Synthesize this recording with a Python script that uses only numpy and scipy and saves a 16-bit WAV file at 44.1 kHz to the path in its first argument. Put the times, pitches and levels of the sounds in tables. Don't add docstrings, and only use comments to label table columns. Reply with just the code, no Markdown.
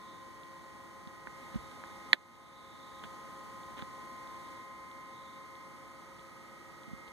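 import sys
import numpy as np
from scipy import signal
from scipy.fft import rfft, irfft, next_fast_len
from scipy.io import wavfile
from scipy.ndimage import uniform_filter1d, minimum_filter1d, map_coordinates

SR = 44100
rng = np.random.default_rng(int(sys.argv[2]) if len(sys.argv) > 2 else 0)


def to_wav(s):
    ch = np.atleast_2d(s).T
    pcm = np.round(np.clip(ch, -1, 1) * 32767)
    wavfile.write(sys.argv[1], SR, pcm.astype(np.int16))


N = 313992
T = np.arange(N) / SR


def amp(db):
    return 10 ** (np.asarray(db) / 20)


def unit(x):
    return x / np.sqrt(np.mean(x ** 2) + 1e-20)


def along(points, hz):
    f, values = np.transpose(points)
    return np.interp(np.log(hz + 1), np.log(f + 1), values)


def curves(rows):
    times, *columns = np.transpose(rows)
    return [np.interp(T, times, column) for column in columns]


def wobble(rate):
    knots = rng.standard_normal(int(N * rate / SR) + 4)
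    return map_coordinates(knots, [T * rate])


def held(start, end, fade):
    return np.clip(.5 + np.minimum(T - start, end - T) / fade, 0, 1)


def burst(start, db, t60):
    age = np.maximum(T - start, 0)
    return (T > start) * amp(db - 60 * age / t60)


def filtered(x, response):
    size = 2 * next_fast_len(N // 2 + 4096)
    spectrum = rfft(x, size) * response(np.fft.rfftfreq(size, 1 / SR))
    return irfft(spectrum, size)[..., :N]


def pushes(rows):
    times, db = np.transpose(rows)
    return np.bincount(np.round(times * SR).astype(int), amp(db), N)[:N]


def knocks(rows, body):
    def response(hz):
        cepstrum = irfft(np.log(amp(along(body, hz))))
        half = len(cepstrum) // 2
        folded = np.r_[cepstrum[0], 2 * cepstrum[1:half]]
        return np.exp(rfft(folded, 2 * half))
    return filtered(pushes(rows), response)


def pan(db):
    return amp([[db / 2], [-db / 2]])


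WIDEN_S = .000388


def widening_delay(hz):
    return np.exp(-2j * np.pi * hz * WIDEN_S)


def noise(spectrum, alike, feed=0.84):
    def response(hz):
        late = feed * widening_delay(hz)
        likeness = np.clip(along(alike, hz), -.99, .99)
        mid_weight = np.sqrt(1 + likeness) * abs(1 - late)
        side_weight = np.sqrt(1 - likeness) * abs(1 + late)
        weights = np.array([mid_weight, side_weight])
        return amp(along(spectrum, hz)) * weights / np.linalg.norm(weights, axis=0)
    mid, side = filtered(rng.standard_normal((2, N)), response)
    return unit(np.array([mid + side, mid - side]))


def from_right(x, feed_db):
    copy = filtered(x, widening_delay)
    return np.array([-amp(feed_db) * copy, x])


SWELL_START_S, SWELL_END_S, SWELL_FADE_S = 1.33, 4.6, 0.16


def swell():
    return held(SWELL_START_S, SWELL_END_S, SWELL_FADE_S)


# f/Hz, phase lead/rad
TONE_LEAD = [(300, 1), (800, -1.2), (1050, -0.2), (1450, 0.5), (1900, -1.74), (2100, -4)]


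def tone(hz, db, pan_db, drift):
    phase = 2 * np.pi * (hz * T + rng.random()) + drift * wobble(2.04)
    half_lead = along(TONE_LEAD, hz) / 2
    ports = np.sin([phase + half_lead, phase - half_lead])
    return np.sqrt(2) * amp(db) * pan(pan_db) * ports


ROTOR_HZ = 208.75
WHINE_ORDERS = [5, 6]
WHINE_PAN = [2.4, -1.9]
# t/s, fifth-order level/dB, sixth-order level/dB
WHINE_LEVELS = [(0, -53.0, -64), (0.45, -54.5, -71), (1.45, -57, -57.5), (1.9, -58, -56.5),
                (3.15, -53.5, -55.5), (4.2, -50, -59), (5.6, -54, -61.5), (6.55, -67.5, -59),
                (7.1, -80, -61)]


def strong_whines():
    lines = zip(WHINE_ORDERS, curves(WHINE_LEVELS), WHINE_PAN)
    return sum(tone(order * ROTOR_HZ, db, side, drift=0.091) for order, db, side in lines)


DRIFT_M_PER_S = 0.028
SOUND_M_PER_S = 343


def standing_wave(hz, antinode_s):
    half_waves = DRIFT_M_PER_S * (T - antinode_s) * 2 * hz / SOUND_M_PER_S
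    return np.cos(2 * np.pi * half_waves)


FAINT_FLUTTER_DB, FAINT_FLUTTER_PER_S = 1.2, 5
FAINT_HZ = [835.1, 1276.6, 1903.0, 2111.6]
# starting level/dB before ripple and flutter, growth/dB per s,
# left-right level/dB, t/s when the phone passes an antinode, ripple/dB either way
FAINT_WHINES = [(-69, 0.5, 3, 2.73, 5), (-77, 1.84, -2, 6.3, 3), (-64, -0.15, -5, 4.13, 2.5),
                (-67.5, 0.98, -4.5, 4.88, 5)]


def faint_whines():
    whines = 0
    for hz, (start_db, growth, side, antinode_s, ripple_db) in zip(FAINT_HZ, FAINT_WHINES):
        ripple = ripple_db * standing_wave(hz, antinode_s)
        flutter = FAINT_FLUTTER_DB * wobble(FAINT_FLUTTER_PER_S)
        whines = whines + tone(hz, start_db + growth * T + ripple + flutter, side, drift=0.1)
    return whines


HUM_DB, HUM_SWELL_DB = -2.3, 1.5
# f/Hz, level/dB before trim, swell and wobble, left-right level/dB
HUM_TONES = [(339.2, -66, 4), (436.2, -72, 6), (533.1, -67, 7), (540.1, -64, -1), (602.1, -78, 7),
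             (678.5, -75, 6), (810.2, -75, 3), (920.8, -71, -1), (939.4, -79, 4), (1017.7, -68, 3),
             (1080.2, -66, 0), (1211.6, -72, -1), (1228.2, -71, -1), (1437.2, -77, -5), (1461.2, -79, -2),
             (1485.7, -73, -5), (1620.3, -79, -7), (1854.7, -70, 3), (1959, -75, -11), (2063.3, -71, 6),
             (2272.0, -70.5, 0), (2530, -80, -4)]


def steady_hum():
    bed = sum(tone(hz, db + 1.0 * wobble(1.34), side, drift=0.039) for hz, db, side in HUM_TONES)
    return amp(HUM_DB + HUM_SWELL_DB * swell()) * bed


RUSH_DB, SWELL_DB = -55.5, 2.5
# f/Hz, relative level/dB per Hz
AIR_COLOUR = [(22, -30), (55, -3), (120, -1.5), (270, 0.74), (400, -5.5), (770, -7.5), (1050, -2.5),
              (1170, -9.5), (1600, -11.5), (2200, -11), (2600, -17), (3100, -15.5), (3600, -16.5),
              (5000, -19.5), (8200, -21.5), (15000, -33)]


def air():
    alike = [(60, 0.92), (300, 0.79), (700, 0.24), (1300, 0.61), (2500, 0.14), (6000, 0.24)]
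    rush_db = RUSH_DB + SWELL_DB * swell() + 0.075 * wobble(2.33)
    return amp(rush_db) * pan(-0.81) * noise(AIR_COLOUR, alike)


SIZZLE_FADE_S, SIZZLE_FLUTTER_DB = 0.24, 1.2
# start t/s, end t/s, level/dB before flutter and pan
SIZZLE_BURSTS = [(-.1, .2, -66), (1.4, 2.38, -71.5), (2.44, 3.01, -63), (4.3, 4.608, -69),
                 (5.144, 5.362, -63.5)]
# f/Hz, relative level/dB
SIZZLE_COLOUR = [(2800, -48), (3500, 6.5), (3800, 9), (4200, -5), (5200, -43)]


def sizzle():
    bursts = sum(amp(db) * held(start, end, SIZZLE_FADE_S) for start, end, db in SIZZLE_BURSTS)
    flutter = amp(SIZZLE_FLUTTER_DB * wobble(25.17))
    return bursts * flutter * pan(-5.5) * noise(SIZZLE_COLOUR, [(3800, 0.089)])


POLL_FIRST_S, POLL_EVERY_S = .434, .64
POLL_DB = -20.5
# f/Hz, level/dB
HARD_CONTACT = [(100, -30), (1200, -16), (2700, -11), (3450, 2.5), (4100, -5), (5000, -23), (14000, -34)]


def polling():
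    ticks = [(s, POLL_DB) for s in np.arange(POLL_FIRST_S, N / SR, POLL_EVERY_S)]
    return from_right(knocks(ticks, HARD_CONTACT), feed_db=-4)


# t/s, push level/dB before the body response
PHONE_BUMPS = [(1.07, -3), (1.277, -10), (1.543, 0), (1.556, 11), (1.566, -5), (3.049, -6), (3.789, -7),
               (3.823, 0.5), (6.879, -5), (6.913, -6), (6.932, 2)]
# f/Hz, level/dB
PHONE_BODY = [(15, -45), (50, 7), (100, 2), (225, 10.5), (340, -9), (470, -32), (800, -58), (4000, -60)]


def phone_bumps():
    return from_right(knocks(PHONE_BUMPS, PHONE_BODY), feed_db=-3.5)


# t/s, push level/dB before the pad response
FINGERTIP_TAPS = [(1.2720, -3.3), (1.2753, -13), (1.8384, -7.5), (3.0385, -7.5), (3.0432, -12),
                  (3.7748, -15), (3.7917, -13), (3.7950, -13), (3.8234, -8.5)]
# f/Hz, level/dB
TOUCH_PAD = [(100, -25), (290, 0), (550, -7), (1100, -2), (1750, 1.5), (2250, -5), (2800, -17), (3500, -27),
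             (8000, -48)]
# t/s, push level/dB before the case response
NAIL_TICKS = [(3.0390, -17.5), (3.7703, -21), (3.7925, -21), (3.8175, -20), (3.8222, -14), (7.079, -22)]


def finger_taps():
    taps = knocks(FINGERTIP_TAPS, TOUCH_PAD) + knocks(NAIL_TICKS, HARD_CONTACT)
    return from_right(taps, feed_db=-3)


CATCHES_PER_S, CATCH_DB = 500, 4
# t/s of the middle, level/dB before catching and pan, bell width (standard deviation)/s
BRUSHES = [(1.546, -51, .005), (1.567, -55, .0047), (2.33, -65, .0046), (3.040, -46, .004),
           (3.049, -50, .008), (3.777, -52, .006), (3.793, -47.5, .009), (3.821, -52.5, .007),
           (7.08, -57, .0051)]
# f/Hz, relative level/dB
SKIN_COLOUR = [(100, 5), (300, 5), (900, 6), (1800, 7.5), (3600, 4), (5500, -14), (14000, -22)]


def finger_brushes():
    swells = sum(amp(db) * np.exp(-.5 * ((T - s) / width) ** 2) for s, db, width in BRUSHES)
    catching = unit(amp(CATCH_DB * wobble(CATCHES_PER_S)))
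    return pan(-1.6) * swells * catching * noise(SKIN_COLOUR, [(300, 0.98), (3000, 0.082)])


RUMBLE_START_S, RUMBLE_DB, RUMBLE_T60_S = 1.557, -51.5, .24
# f/Hz, relative level/dB
RUMBLE_COLOUR = [(20, -22), (50, 2), (85, 1), (150, -25), (400, -70)]


def rumble():
    low_noise = filtered(rng.standard_normal(N), lambda hz: amp(along(RUMBLE_COLOUR, hz)))
    return burst(RUMBLE_START_S, RUMBLE_DB, RUMBLE_T60_S) * unit(low_noise)


CONTACT_S = .0002
TRAVEL_S = .0005
CRACK_DB, CRACK_T60_S, RATTLE_DB, RATTLE_T60_S = -30.5, .018, -23, .062
# t/s, push level/dB
PRESS = [(2.1309, 7.8), (2.1368, -18), (2.1425, -25)]
# f/Hz, level/dB for a 0 dB push, t60/s
BUTTON_MODES = [(251, -33.2, .048), (341, -32.5, .048), (620, -28, .0141), (962, -19.3, .0165),
                (1422, -18.8, .0181), (1731, -1.6, .0104), (1982, 4.6, .0056), (2518, -8.5, .0091),
                (2787, -13.3, .0093), (3428, -10.6, .011), (3655, -16.5, .022), (4067, -3.9, .0057),
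                (4603, -20.8, .0091), (6531, -24.6, .0063)]
# f/Hz, relative level/dB
CRACK_COLOUR = [(3000, -40), (6600, 2), (9000, -4), (12300, 3), (15000, -10)]
# f/Hz, relative level/dB
RATTLE_COLOUR = [(50, -22), (110, -4), (210, 4), (500, 4.5), (880, 1), (1150, 0), (1900, 2), (2800, -7),
                 (3600, 1), (5200, -20), (9000, -22), (15000, -27)]


def button():
    t = T[:SR // 10]
    ring = 0
    for k, (hz, db, t60) in enumerate(BUTTON_MODES):
        sign = (-1) ** k
        ring = ring + sign * amp(db - 60 * t / t60) * np.sin(2 * np.pi * hz * t)
    onset = 1 - np.exp(-t / CONTACT_S)
    snap = signal.fftconvolve(pushes(PRESS), ring * onset)[:N]
    bottom_s = PRESS[0][0] + TRAVEL_S
    crack = burst(bottom_s, CRACK_DB, CRACK_T60_S) * noise(CRACK_COLOUR, [(8000, .1)])
    rattle = burst(bottom_s, RATTLE_DB, RATTLE_T60_S) * noise(RATTLE_COLOUR, [(300, .6), (3000, .1)])
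    return from_right(snap, feed_db=-3.7) + crack + pan(-3) * rattle


def scene():
    laptop = strong_whines() + faint_whines() + steady_hum() + air() + sizzle() + polling()
    handling = phone_bumps() + finger_taps() + finger_brushes() + rumble()
    return laptop + handling + button()


def limit(x, ceiling=.93, release_db_per_s=9.2):
    over_db = 20 * np.log10(np.maximum(abs(x).max(axis=0) / ceiling, 1))
    ahead_db = -minimum_filter1d(-over_db, size=89)
    release_db = release_db_per_s * T
    cut_db = np.maximum.accumulate(ahead_db + release_db) - release_db
    return x * amp(-uniform_filter1d(cut_db, size=45))


TOP_HZ = 15100


def record(dry):
    return filtered(limit(dry), lambda hz: hz < TOP_HZ)


dry = scene()
out = record(dry)
to_wav(out)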